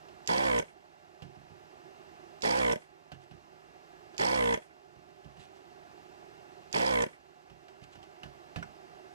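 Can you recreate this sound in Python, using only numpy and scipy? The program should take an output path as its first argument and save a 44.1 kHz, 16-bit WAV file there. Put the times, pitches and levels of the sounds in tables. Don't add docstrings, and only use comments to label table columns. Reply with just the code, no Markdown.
import sys
import numpy as np
from scipy import signal
from scipy.fft import rfft, irfft
from scipy.io import wavfile
from scipy.ndimage import uniform_filter1d

SR = 44100
rng = np.random.default_rng(int(sys.argv[2]) if len(sys.argv) > 2 else 0)


def inscribe(sig):
    pcm = np.round(np.clip(np.atleast_2d(sig).T, -1, 1) * 32767)
    wavfile.write(sys.argv[1], SR, pcm.astype(np.int16))


N = 403068
T = np.arange(N) / SR
FFT_SIZE = 16384
HZ = np.maximum(np.arange(FFT_SIZE // 2 + 1) * SR / FFT_SIZE, 1)


def from_db(db):
    return 10 ** (np.asarray(db) / 20)


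def unit_rms(x):
    return x / np.sqrt(np.mean(np.abs(x) ** 2) + 1e-20)


def noise():
    return rng.standard_normal(N)


def drift(rate, t=T):
    return np.interp(t * rate, np.arange(8192), rng.standard_normal(8192))


def over_hz(rows):
    hz, *columns = np.transpose(rows)
    return [np.interp(np.log(HZ), np.log(hz), column) for column in columns]


def causal(gain):
    cepstrum = irfft(np.log(gain))
    half = len(cepstrum) // 2
    cepstrum[1:half] *= 2
    cepstrum[half + 1:] = 0
    return np.exp(rfft(cepstrum))


def eq(points):
    return causal(from_db(over_hz(points)[0]))


def colour(points):
    return unit_rms(eq(points))


def resonances(modes):
    return unit_rms(sum((-1) ** k * from_db(db) / (1 + 1j * (HZ ** 2 - hz ** 2) / (HZ * width))
                        for k, (hz, width, db) in enumerate(modes)))


def scatter(decay_s):
    return unit_rms(rfft(rng.standard_normal(FFT_SIZE) * np.exp(-T[:FFT_SIZE] / decay_s)))


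def through(x, response):
    lead = FFT_SIZE // 8
    return signal.oaconvolve(x, np.roll(irfft(response), lead))[lead:lead + N]


def strikes(rows, decay_s):
    power = np.zeros(N)
    for s, db in rows:
        power[int(s * SR)] += from_db(db) ** 2
    return np.sqrt(signal.lfilter([1], [1, -np.exp(-2 / (decay_s * SR))], power + 1e-18))


def swells(rows):
    out = np.zeros(N)
    for s, half, db in rows:
        near = slice(max(int((s - 3 * half) * SR), 0), int((s + 3 * half) * SR))
        out[near] += from_db(db) * np.exp(-((T[near] - s) / half) ** 2)
    return out


def room(x, wet_db=-22, decay_s=0.034):
    return from_db(wet_db) * np.array([through(x, scatter(decay_s)) for side in range(2)])


# frequency in Hz, relative level in dB.
FAN_AIR = [(20, -24), (60, -9), (150, -8), (220, -7.5), (500, -9), (850, -6), (1100, -8.5), (2500, -17.5),
           (3600, -22.5), (5300, -23.5), (8000, -33), (10000, -42), (13000, -41.5), (16000, -54)]
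# frequency in Hz, width in Hz, relative level in dB.
FAN_DUCT = [(155, 2.8, -20.5), (348, 40, -0.5), (398, 38, -1), (604, 41, -8), (720.5, 45, -1),
            (771.5, 45, -4)]
# frequency in Hz, relative level in dB.
FAN_TONES = [(156.1, -69), (387.6, -63), (721.4, -71), (839.8, -64.5), (1680, -74.5), (2740, -75.5),
             (7160, -107), (11063, -102)]
def fan(air_db=-54, duct_db=-53, tones_db=2, whine_db=-87, whine_hz=11900):
    def sine(hz):
        return np.sqrt(2) * np.sin(2 * np.pi * np.cumsum(hz) / SR)

    air = from_db(air_db) * through(noise(), colour(FAN_AIR))
    duct = from_db(duct_db) * through(noise(), resonances(FAN_DUCT))
    tones = sum(from_db(db + tones_db) * sine(hz + 1.12 * drift(8)) for hz, db in FAN_TONES)
    whine = from_db(whine_db) * (1 + 0.23 * drift(300)) * sine(whine_hz + 110 * drift(3))
    return air + duct + tones + whine


def fan_hiss(level_db=-68):
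    tone = colour([(60, -22), (700, 1), (2500, 5.5), (6000, -5), (12000, -14.5), (16000, -50)])
    return from_db(level_db) * through(noise(), tone) * [[1], [0]]


# start in seconds, thud level in dB, click level in dB.
BUMPS = [(0.085, -74, -55), (1.221, -38.5, -43.5), (1.359, -46, -61), (1.498, -48, -61),
         (3.118, -38.5, -42), (3.311, -43.5, -50.5), (4.144, -65, -55), (4.96, -48, -61), (5.245, -42, -54),
         (5.37, -45, -54), (7.499, -47, -52.5), (7.683, -63, -50.5), (7.816, -44.5, -53),
         (7.955, -48, -51.5), (8.029, -61, -50.5), (8.233, -41, -43), (8.56, -33, -38.5)]
def nozzle_touches(settle_s=0.02723, nudges_per_s=1.5, nudge_db=-62):
    settles = [(s + settle_s, thud_db - 9.5, click_db - 16) for s, thud_db, click_db in BUMPS]
    gaps, strengths = rng.random((40, 2)).T
    times = np.cumsum(.5 + gaps) / nudges_per_s
    levels_db = nudge_db + 10 * (strengths - .5)
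    nudges = [(s, db, db - 24) for s, db in zip(times, levels_db) if s < T[-1]]
    return BUMPS + settles + nudges


# frequency in Hz, relative level in dB, seconds to fall by 60 dB.
BOARD_MODES = [(62, -7, 0.33), (94, -5.5, 0.3), (102.7, -4.5, 0.16), (135, -1, 0.35), (165, 2.5, 0.18),
               (214.3, -7.5, 0.3), (287, -5, 0.18)]
def board_thuds(touches, attack_s=0.0051):
    t = T[:SR // 2]
    attack = 1 - np.exp(-t / attack_s)
    out = np.zeros(N + len(t))
    for s, thud_db, _ in touches:
        ring = np.zeros(len(t))
        for hz, db, t60 in BOARD_MODES:
            fade = from_db(db + rng.normal(0, 1) - 60 * t / t60)
            ring += fade * np.sin(2 * np.pi * (hz * t + rng.random()))
        out[int(s * SR):][:len(t)] += from_db(thud_db) * attack * ring
    return out[:N]


# frequency in Hz, relative level in dB.
PIN_CLICK = [(150, -4), (400, 1.5), (750, 12.5), (1100, -8.5), (1800, -4), (3000, 2.5), (4000, -5.5),
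             (5600, -8), (8000, -19), (12000, -28), (16000, -65)]
# frequency in Hz, width in Hz, relative level in dB.
PIN_RING = [(690, 400, 11), (1560, 69, 14), (1717, 36, 14), (2360, 28, -10), (2740, 100, -13),
            (3100, 170, -3), (5360, 120, -18)]
def pin_clicks(touches, ring_db=-1, tail_db=-8):
    hits = [(s, click_db) for s, _, click_db in touches]
    envelope = strikes(hits, decay_s=0.0067) + from_db(tail_db) * strikes(hits, decay_s=0.029)
    return through(envelope * noise(), colour(PIN_CLICK) + from_db(ring_db) * resonances(PIN_RING))


# centre in seconds, half length in seconds, level in dB.
SCRAPES = [(3.229, .02, -57.5), (5.42, 0.042, -54), (5.57, .025, -61), (7.84, 0.01, -53.5),
           (7.938, 0.019, -54), (8.035, 0.014, -60)]
# frequency in Hz, relative level in dB.
SCRAPE_TONE = [(600, -4), (1800, 2.5), (3000, 3), (5000, -5), (8000, -9), (12000, -25), (16000, -40)]
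def solder_scrapes():
    grit = noise() * from_db(3 * drift(400))
    return through(swells(SCRAPES) * grit, colour(SCRAPE_TONE))


# start in seconds, level in dB.
SLIP = [(8.626, -30)]
# frequency in Hz, width in Hz, relative level in dB.
SLIP_RING = [(855, 170, 6.5), (1500, 190, 3.5), (1760, 90, -3), (2240, 160, -1), (3370, 630, -16),
             (5700, 220, -11.5), (8050, 550, -22.5)]
def nozzle_slip():
    return through(strikes(SLIP, decay_s=0.0073) * noise(), resonances(SLIP_RING))


# press, nozzle seal, release and motor stop in seconds,
# free crank speed in turns a second, run-up time constant in seconds,
# relative levels of the trigger and of the last stroke in dB.
BURSTS = [(.2747, .4662, .5872, .598, 67, .033, -24.5, -24),
          (2.421, 2.5991, 2.7222, 2.731, 67, .058, -26.5, -21),
          (4.1801, 4.3583, 4.5386, 4.547, 66.6, .056, -28, -23),
          (6.7277, 6.9066, 7.0205, 7.037, 66.8, .056, -27, -24)]
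# frequency in Hz, width in Hz, relative levels in dB on closing and on opening.
SWITCH_MODES = [(2500, 520, -3.5, -8), (3630, 300, -1, -1.5), (4720, 300, 3.5, -51), (5640, 470, -3, 0.5),
                (6350, 270, -0.5, 1), (7350, 270, -1, -7), (8670, 960, -21, -16), (12000, 780, -20, -32)]
def trigger(snap_db=8, chatter_db=-12, take_up_s=.013, take_up_db=-26):
    presses = [(on, db) for on, *_, db, last_db in BURSTS]
    presses += [(s - take_up_s, db + take_up_db) for s, db in presses]
    releases = [(off, db) for on, sealed, off, *_, db, last_db in BURSTS]
    spring_chatter = from_db(chatter_db) * strikes(presses, decay_s=0.0056)
    closing = (strikes(presses, decay_s=0.00064) + spring_chatter) * noise()
    opening = strikes(releases, decay_s=0.0022) * noise()
    closing_ring = resonances([(hz, width, db) for hz, width, db, _ in SWITCH_MODES])
    opening_ring = resonances([(hz, width, db) for hz, width, _, db in SWITCH_MODES])
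    grip = eq([(8000, -1.5), (13000, -3), (15000, -20)])
    clicks = through(closing, grip * closing_ring) + through(opening, grip * opening_ring)
    return from_db(snap_db) * clicks


def crank_motion(start_lag_hz=25.85, vacuum_sag_hz=8.3, sag_s=.05, run_down_s=.07, seal_s=0.063):
    turns, drive, vacuum, pace = np.zeros((4, N))
    for on, sealed, off, stop, free_hz, run_up_s, *_ in BURSTS:
        now = T >= on
        t = T[now]
        since_stop = np.clip(t - stop, 0, 1)
        coasting = np.exp(-since_stop / run_down_s)
        unloaded_hz = free_hz - start_lag_hz * np.exp(-(t - on) / run_up_s)
        load = 1 - np.exp(-np.maximum(t - sealed, 0) / sag_s)
        angle = np.cumsum((unloaded_hz - vacuum_sag_hz * load) * coasting) / SR
        turns[now] = angle - np.interp(sealed, t, angle)
        pace[now] = coasting * unloaded_hz / free_hz
        fade_in = np.clip((t - on - 0.0027) / 0.027, 0, 1)
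        brake = np.exp(-since_stop / 0.0074)
        coast_tail = from_db(-22) * np.exp(-since_stop / 0.08)
        drive[now] = fade_in * np.maximum(brake, coast_tail)
        vacuum[now] = np.clip((t - sealed) / seal_s + .5, 0, 1)
    return turns, drive, vacuum, pace


def crank_grain(turns, count=64, per_turn=720):
    grain = signal.lfilter([.5], [1, -.87], rng.standard_normal((count, per_turn)), axis=0).ravel()
    return grain[((turns + count / 2) * per_turn).astype(int) % len(grain)]


def each_turn(hits, turns, vacuum, rise_turns, decay_turns, repeat, uneven_db):
    angle = np.arange(720) / 720
    free, sealed = 0, 0
    for at, free_db, vacuum_db in hits:
        age = (angle - at) % 1
        shape = (np.minimum(age / rise_turns, 1) * np.exp(-age / decay_turns)) ** 2
        free += shape * from_db(free_db) ** 2
        sealed += shape * from_db(vacuum_db) ** 2
    crank = turns % 1
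    power = (1 - vacuum) * np.interp(crank, angle, free) + vacuum * np.interp(crank, angle, sealed)
    share = np.clip(repeat * (1 + vacuum) / 2, 0, 1)
    grain = np.sqrt(share) * crank_grain(turns) + np.sqrt(1 - share) * noise()
    return np.sqrt(power) * grain * from_db(uneven_db * drift(120))


# crank angle in turns, relative dB in free air and under vacuum.
FLAP_TICKS = [(.25, -45, -42), (.58, -44, -42), (.95, -42, -39)]
# frequency in Hz, relative level in dB.
FLAP_TONE = [(2000, -3), (5000, -4), (8000, -1), (9500, -7.5), (11000, -10), (12500, -12.5), (14000, -40),
             (16000, -48)]
def valve_flaps(turns, drive, vacuum):
    ticks = each_turn(FLAP_TICKS, turns, vacuum,
                      rise_turns=.014, decay_turns=.23, repeat=.54, uneven_db=1)
    leak = swells([(off + 0.088, .045, -64) for on, sealed, off, *_ in BURSTS]) * noise()
    return through(drive * ticks + leak, colour(FLAP_TONE))


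# crank angle in turns, relative dB in free air and under vacuum.
PUFFS = [(.01, -30.5, -64), (.29, -27, -68), (.9, -55, -85)]
# frequency in Hz, relative level in dB.
PUFF_TONE = [(1000, -11), (2000, -17), (3000, -37), (3900, -7), (4550, 4), (5100, -0.5), (5600, 0),
             (6200, -10), (7600, -13.5), (10000, -26), (13000, -45), (16000, -57)]
def valve_puffs(turns, drive, vacuum):
    puffs = each_turn(PUFFS, turns, vacuum, rise_turns=.096, decay_turns=.12, repeat=.5, uneven_db=5.5)
    return through(drive * puffs, colour(PUFF_TONE))


# frequency in Hz, width in Hz, relative level in dB.
CHAMBER_MODES = [(193, 42, -9), (490, 82, 3.5), (600, 88, 0.5), (707, 61, 1), (813, 75, 4.5),
                 (986, 89, 4.5)]
def chamber_churn(turns, drive, vacuum):
    churn = each_turn([(.95, -23.5, -31.5)], turns, vacuum,
                      rise_turns=.037, decay_turns=.48, repeat=0, uneven_db=0)
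    return through(drive * churn, resonances(CHAMBER_MODES))


def start_hits(db, decay_s, delay_s=.015):
    return strikes([(on + delay_s, db) for on, *_ in BURSTS], decay_s) * noise()


def last_strokes(rock_back_s=.026, rock_back_db=-1.5):
    strokes = [(stop, db) for on, sealed, off, stop, *_, db in BURSTS]
    rebounds = [(s + rock_back_s, db + rock_back_db) for s, db in strokes]
    return strikes(strokes + rebounds, decay_s=0.0043) * noise()


def motor_kick(stop_hits):
    body = resonances([(196, 120, -4.5), (520, 150, 2.5), (621, 31, 4.5)])
    return through(start_hits(db=-33, decay_s=0.011) + stop_hits, body)


# crank angle in turns, relative dB in free air and under vacuum.
KNOCKS = [(.16, -23.5, -35), (.28, -35.5, -33), (.71, -24, -32.5), (.92, -47, -26.5), (.99, -29, -20)]
# frequency in Hz, width in Hz, relative level in dB.
HOUSING_MODES = [(1273, 120, -4.5), (1520, 120, -1), (1794, 166, -0.5), (2024, 113, 1), (2292, 140, -1),
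                 (2770, 560, -11.5), (3290, 248, -5.5), (5550, 1400, -21.5)]
def linkage_rattle(turns, drive, vacuum, stop_hits):
    clack = start_hits(db=-25, decay_s=0.002)
    knocks = each_turn(KNOCKS, turns, vacuum, rise_turns=.04, decay_turns=.22, repeat=.65, uneven_db=.3)
    housing = resonances(HOUSING_MODES) * eq([(6000, -2), (13000, -23), (15000, -28)])
    return through(clack + drive * knocks + from_db(-7.5) * stop_hits, housing)


# multiple of the crank speed, relative dB in free air and under vacuum.
BUZZ_HARMONICS = [(1, -54.5, -46), (2, -50, -46), (3, -43.5, -43.5), (4, -42.5, -37.5), (5, -42, -42.5),
                  (6, -46, -61), (7, -59, -41.5), (8, -33.5, -27.5), (9, -38, -41.5), (10, -61, -35.5),
                  (11, -38, -47.5), (12, -39, -41), (13, -40, -45), (14, -46, -41.5), (15, -65, -57),
                  (16, -41.5, -34.5), (17, -58, -36), (18, -61, -43.5), (19, -67, -50), (20, -47, -44)]
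def body_buzz(turns, drive, vacuum, lead_turns=0.025, free_rough=0.083, vacuum_rough=.1):
    multiples, free_db, vacuum_db = np.transpose(BUZZ_HARMONICS)
    phases = np.angle(causal(from_db(np.r_[free_db.min(), vacuum_db, free_db.min()])))[1:-1]
    running = drive > 1e-4
    crank, load, t = turns[running] + lead_turns, vacuum[running], T[running]
    roughness = free_rough + (vacuum_rough - free_rough) * load
    out = np.zeros(N)
    for k, free, sealed, phase in zip(multiples, from_db(free_db), from_db(vacuum_db), phases):
        gain = free + (sealed - free) * load
        flutter = 1 + roughness * drift(60, t)
        out[running] -= gain * flutter * np.cos(2 * np.pi * k * crank + phase)
    return np.sqrt(2) * drive * out


def pump():
    turns, drive, vacuum, pace = crank_motion()
    stop_hits = last_strokes()
    buzz = body_buzz(turns, drive * pace ** 2, vacuum)
    rattle = linkage_rattle(turns, drive, vacuum, stop_hits)
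    valves = valve_puffs(turns, drive, vacuum) + valve_flaps(turns, drive, vacuum)
    return buzz + rattle + valves + chamber_churn(turns, drive, vacuum) + motor_kick(stop_hits)


# frequency in Hz, level in dB, phase lead in radians, likeness from 0 to 1.
GUN_IMAGE = [(56.3, -4, -0.4, .99), (123, -4, -0.8, 0.9), (320, -2, -1.92, 0.94), (536, -3.5, -2.5, 0.96),
             (713, -3, -2.5, 1), (894, -2.5, -3.5, 0.9), (1180, -4, -3, 0.95), (1990, -3, -3, 0.96),
             (2660, -8, -3.5, 0.7), (4500, -11.5, -3.4, 0.8), (6500, -9.5, -1.5, 0.43),
             (10200, 0.5, 0, 0.35), (14500, -12, -3.5, 0.6)]
BENCH_IMAGE = [(60, -19, -0.4, 1), (216, -13, 2, 1), (395, -14.5, -2, 0.41), (714, -9, -2, 0.97),
               (990, -3, -2.5, 0.96), (2400, -5, -2, 0.82), (5600, -9, -1.5, 1), (7640, -5, -1, 0.67),
               (14700, -12, 0, 1)]
def stereo(x, image):
    level_db, lead, likeness = over_hz(image)
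    likeness = np.clip(likeness, 0, 1)
    direct = likeness * np.exp(1j * lead)
    scattered = np.sqrt(1 - likeness ** 2) * scatter(decay_s=.016)
    left = through(x, from_db(level_db) * (direct + scattered))
    return np.array([left, x])


def scene(pump_db=4):
    gun = from_db(pump_db) * pump() + trigger()
    touches = nozzle_touches()
    board = board_thuds(touches) + pin_clicks(touches) + solder_scrapes() + nozzle_slip()
    return stereo(gun, GUN_IMAGE) + stereo(board + fan(), BENCH_IMAGE) + room(gun + board) + fan_hiss()


def record(dry, threshold_db=-25, release_db_per_s=4.0, attack_s=0.0036, cutoff_hz=15650):
    power = uniform_filter1d(dry[1] ** 2, size=1400)
    over_db = np.maximum(10 * np.log10(np.maximum(power, 1e-12)) - threshold_db, 0)
    held_db = np.maximum.accumulate(over_db + release_db_per_s * T) - release_db_per_s * T
    pole = np.exp(-1 / (attack_s * SR))
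    duck_db = signal.lfilter([1 - pole], [1, -pole], held_db)
    low_pass = signal.ellip(12, .1, 70, cutoff_hz, fs=SR, output="sos")
    return signal.sosfilt(low_pass, dry * from_db(-duck_db))


dry = scene()
out = record(dry)
inscribe(out)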